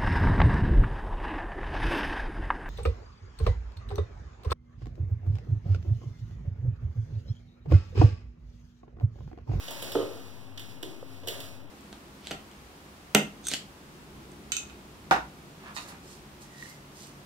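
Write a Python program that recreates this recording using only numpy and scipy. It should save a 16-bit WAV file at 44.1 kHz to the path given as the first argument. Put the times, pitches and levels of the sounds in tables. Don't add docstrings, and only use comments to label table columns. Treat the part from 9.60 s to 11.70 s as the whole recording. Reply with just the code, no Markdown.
import sys
import numpy as np
from scipy import signal
from scipy.fft import rfft, irfft
from scipy.io import wavfile

SR = 44100
rng = np.random.default_rng(int(sys.argv[2]) if len(sys.argv) > 2 else 0)


def put_to_file(sound):
    columns = np.atleast_2d(sound).T
    safe = np.clip(columns, -1, 1)
    whole_steps = np.round(safe * 32767)
    wavfile.write(sys.argv[1], SR, whole_steps.astype(np.int16))


def to_linear_factor(level_db):
    exponent = np.asarray(level_db, float) / 20
    return 10 ** exponent


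N = 92610

# start [s], claw peak [dB], pad level [dB], fizz level [dB], pad pitch [Hz].
PAW_CONTACTS = [(.0791, -30.5, -37, -55, 557), (.1066, -37, -42, -44.5, 850), (.111, -41, -58, -59, 450),
                (.2202, -30, -35, -47.5, 517), (.225, -49, -43, -45, 307), (.2792, -60, -39, -65, 395),
                (.3175, -33, -48, -46.5, 610), (.322, -35, -48, -49, 513), (.352, -36.5, -62, -69, 500),
                (.9736, -35.5, -55, -64, 390), (.9765, -36.5, -60, -57, 400), (.9935, -36, -68, -52.5, 412),
                (1.227, -31.5, -30.5, -48, 350), (1.5632, -53, -55, -82, 540),
                (1.6318, -47, -40.5, -74, 450), (1.6713, -27.5, -31, -44, 475),
                (1.6818, -25, -45.5, -41, 432), (1.705, -50, -43, -52, 505), (1.74, -44, -45, -69, 650),
                (1.802, -36, -50, -48, 540)]
# frequency [Hz], level [dB], t60 [s].
CLAW_MODES = [(1610, -7, 0.0032), (1970, -12, 0.0025), (2867, -1.5, 0.004), (3148, 7, 0.0023),
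              (4560, -2.5, 0.0028), (5620, -4, 0.0021), (6770, -17.5, 0.0024)]
# start [s], level [dB].
KNOCK_BLOWS = [
    (.3508, -19.5),
    (0.3539, -11.5),
    (0.3557, -9),
    (.3735, -17),
    (.382, -41),
    (.389, -18.5),
    (.397, -21),
    (.404, -20.5),
    (.412, -21),
    (.429, -21),
]
# frequency [Hz], level [dB], t60 [s].
BOARD_MODES = [(151, -34, 0.46), (296, 1, 0.36), (354, -32, 0.15), (376.3, -7, 0.5), (413.4, 7, 0.14),
               (562, -33, 0.29), (686, -8.5, 0.58), (700, -27, 0.11), (885, -10, 0.08), (1220, -18, 0.49),
               (1280, -29, 0.43), (1270, -56, 0.66)]
# start [s], level [dB], pitch [Hz], t60 [s].
SMALL_CONTACTS = [
    (1.4272, -35, 520, .014),
    (1.4276, -46, 850, .006),
    (1.428, -49, 1250, .006),
    (.332, -40, 5250, .012),
    (1.683, -37, 2900, .014),
    (.4165, -40, 3060, .008),
    (.222, -41, 220, .03),
    (.36, -41, 152, .12),
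    (1.083, -46, 230, .03),
    (2.042, -46, 300, .03),
]
# time [s], level [dB].
SCUFFLE_EFFORT = [(0, -53), (.04, -50.5), (.07, -51), (.29, -49), (.48, -55.5), (.78, -62.5), (.95, -68.5),
                  (1.04, -62), (1.11, -59), (1.2, -66.5), (1.31, -60), (1.45, -65), (1.54, -61),
                  (1.63, -65.5), (1.75, -53), (1.85, -54.5), (1.971, -62.5), (2.1, -74)]
# frequency [Hz], density [dB per Hz].
SCUFF_SPECTRUM = [(200, 1), (600, -5.5), (1500, -2.5), (3000, -1), (5000, -2.5), (7500, -10), (9000, -8.5),
                  (15000, -8.5)]
# frequency [Hz], density [dB per Hz].
AIR_SPECTRUM = [(30, -4), (55, 4.5), (78, -20), (150, 1), (800, -12), (1700, -20), (3000, -20.5),
                (15000, -64)]
# centre [Hz], width [Hz], level [dB].
HUM_BANDS = [(100.8, 12.3, -54), (119.3, 21.4, -59.5), (265.3, 18, -58), (152.4, 9.6, -68)]
# frequency [Hz], t60 [s].
REVERB_TIME = [(150, 0.99), (400, 0.54), (1000, 0.89), (3000, 0.4), (8000, 0.45), (15000, 0.23)]
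# frequency [Hz], level [dB].
PORT_CROSS = [(1000, 0), (2200, 2), (4400, -2), (9000, -3), (15000, -14)]
# frequency [Hz], level [dB].
RIGHT_OVER_LEFT = [(35, -9), (70, -6.5), (130, -6.5), (300, -5.5), (2000, 2), (4500, 3.5), (8000, 3),
                   (14000, -0.5)]
DC_OFFSET = [
    [.00785],
    [-.0003],
]


def paws():
    scrapes_per_paw, scrape_s = 12, 0.0036
    s, claw_db, pad_db, fizz_db, pad_hz = np.transpose(PAW_CONTACTS)
    late, size, side = rng.random((len(s), 3, scrapes_per_paw)).transpose(1, 2, 0)

    click_s = s + 0.001228 - scrape_s * np.log(1 - 0.95 * late)
    claw_gain = to_linear_factor(claw_db - 5)
    click_gain = (size + 0.5) * np.sign(side - 0.5) * claw_gain
    near_claws = claw(train(click_s.ravel(), click_gain.ravel()))
    far_claws = claw(train(s, claw_gain))

    fizz_hz, fizz_s = 7200, 0.003
    bright = signal.butter(4, fizz_hz, "high", fs=SR, output="sos")
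    fizz = train(s + 0.00099, to_linear_factor(fizz_db + 12.5))
    fizz_envelope = signal.lfilter([1], [1, -np.exp(-1 / (fizz_s * SR))], fizz)
    near_fizz = signal.sosfilt(bright, fizz_envelope * rng.standard_normal(N))
    far_fizz = signal.sosfilt(bright, fizz)

    pads = sum(pad(*touch) for touch in zip(s, pad_db, pad_hz))
    near = near_claws + near_fizz + pads
    far = to_linear_factor(11) * far_claws + to_linear_factor(2.5 + 17.5) * far_fizz + to_linear_factor(3.5) * pads
    return near, far


def claw(clicks):
    return sum((-1) ** k * to_linear_factor(db) * ring(clicks, hz, t60) for k, (hz, db, t60) in enumerate(CLAW_MODES))


def pad(s, db, hz):
    t60 = 0.018
    landing = train([s + 0.00088, s + 0.004028], to_linear_factor(db + 6.5) * np.array([0.4, 1]))
    return ring(landing, hz, t60) - 0.13 * ring(landing, 1.78 * hz, 0.27 * t60)


def knock():
    s, db = np.transpose(KNOCK_BLOWS)
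    hard = train(s, to_linear_factor(db) * (-1.) ** np.arange(len(s)))
    softness = signal.butter(2, 990, fs=SR, output="sos")
    blow = signal.sosfilt(softness, hard)
    boards = 0
    for k, (hz, level_db, t60) in enumerate(BOARD_MODES):
        boards = boards + to_linear_factor(level_db - 21) * (-1) ** k * ring(blow, hz, t60)
    body = ring(blow, 482, 0.016) - 0.1 * ring(blow, 696, 0.011) + 0.55 * ring(blow, 1154, 0.004)
    crack = to_linear_factor(-17) * claw(hard)
    return body, boards, crack


def ticks():
    out = 0
    for s, db, hz, t60 in SMALL_CONTACTS:
        swell = ring(ring(train([s], np.ones(1)), hz, t60), hz, t60)
        out = out + peak_one(swell) * to_linear_factor(db)
    return out


def scuffle():
    grains_per_s = 2600
    s, db = np.transpose(SCUFFLE_EFFORT)
    size_db = np.minimum(rng.exponential(1, (2, N)), 5)
    sizes = to_linear_factor(size_db) * rng.standard_normal((2, N))
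    grains = sizes * (rng.random((2, N)) < grains_per_s / SR)
    grains = grains + 0.5 * rng.standard_normal((2, N))
    effort = to_linear_factor(4 + np.interp(np.arange(N) / SR, s, db))
    return rms_one(colour(grains, SCUFF_SPECTRUM)) * effort


def room(x):
    t, tail = np.arange(SR) / SR, 0
    edges = 60 * 2. ** np.arange(0, 8.6, 0.5)
    white = rng.standard_normal((2, 2, SR))
    for k, (low, high) in enumerate(zip(edges, edges[1:])):
        t60 = in_hz(REVERB_TIME, np.sqrt(low * high))
        band_pass = signal.butter(2, [low, min(high, 20000)], "band", fs=SR, output="sos")
        band = signal.sosfilt(band_pass, white[k % 2])
        equal_energy = np.sqrt(2 * np.log(1000) / (t60 * SR))
        tail = tail + band * to_linear_factor(-60 * t / t60) * equal_energy
    gap_s = 0.0015
    tail = tail * np.clip(t / gap_s - 1, 0, 1)
    return signal.fftconvolve(x[None], tail, axes=1)[:, :N]


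def room_tone():
    out = to_linear_factor(-53.5) * rms_one(colour(rng.standard_normal((2, N)), AIR_SPECTRUM))
    hz = np.fft.rfftfreq(N, 1 / SR)
    for centre_hz, width_hz, db in HUM_BANDS:
        resonance = 1 / (1 + (2 * (hz - centre_hz) / width_hz) ** 2)
        hum = irfft(rfft(rng.standard_normal((2, N))) * resonance, N)
        out = out + to_linear_factor(db) * rms_one(hum)
    return out


def ring(clicks, hz, t60):
    r, w = to_linear_factor(-60 / (t60 * SR)), 2 * np.pi * hz / SR
    return signal.lfilter([0, np.sin(w)], [1, -2 * r * np.cos(w), r * r], clicks + 1e-18)


def train(s, gain):
    at = np.asarray(s) * SR
    i = at.astype(int)
    first = np.bincount(i, gain * (1 - at + i), N + 2)
    second = np.bincount(i + 1, gain * (at - i), N + 2)
    return first[:N] + second[:N]


def in_hz(points, hz):
    p = np.array(points)
    return np.interp(np.log(hz + 1), np.log(p[:, 0]), p[:, 1])


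def colour(x, points):
    return irfft(rfft(x) * to_linear_factor(in_hz(points, np.fft.rfftfreq(N, 1 / SR))), N)


def rms_one(x):
    return x / np.sqrt(np.mean(x ** 2) + 1e-20)


def peak_one(x):
    return x / np.abs(x).max()


def scene():
    low_cut = signal.butter(4, 301, "high", fs=SR, output="sos")
    near, far = signal.sosfilt(low_cut, paws())
    body, boards, crack = knock()
    body = signal.sosfilt(low_cut, body)
    direct = to_linear_factor(-1.5) * near + body + boards + ticks()
    reverberant = room(far + crack + to_linear_factor(-4) * body)
    common, other = direct * [[1], [0.5]] + reverberant + scuffle() + room_tone()

    bias, split_hz = 0.32, 910
    difference = bias * common + np.sqrt(1 - bias ** 2) * other
    split = signal.lfilter(*signal.butter(1, split_hz, "high", fs=SR), difference)
    return common + to_linear_factor(0.5) * split * [[-1], [1]]


def low_pass(x):
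    return signal.sosfilt(signal.butter(12, 16830, fs=SR, output="sos"), x)


def record(dry):
    lag = 20
    delayed_other = np.pad(dry[::-1], ((0, 0), (lag, 0)))[:, :N]
    x = dry - colour(delayed_other, PORT_CROSS)
    x = x + to_linear_factor(-73) * rng.standard_normal((2, N))

    w = 2 * np.pi * 350 / SR
    x = 0.77 * signal.lfilter([1, w - 1], [1, -0.997], x)
    x = signal.sosfilt(signal.butter(2, 67, "high", fs=SR, output="sos"), x)

    left_tilt = [(hz, -db / 2) for hz, db in RIGHT_OVER_LEFT]
    right_tilt = [(hz, db / 2) for hz, db in RIGHT_OVER_LEFT]
    x = np.array([colour(x[0], left_tilt), colour(x[1], right_tilt)])
    top_cut = signal.ellip(10, 0.5, 32, 15950, fs=SR, output="sos")
    x = signal.sosfilt(top_cut, x) + DC_OFFSET
    return low_pass(x)


dry = scene()
out = record(dry)
put_to_file(out)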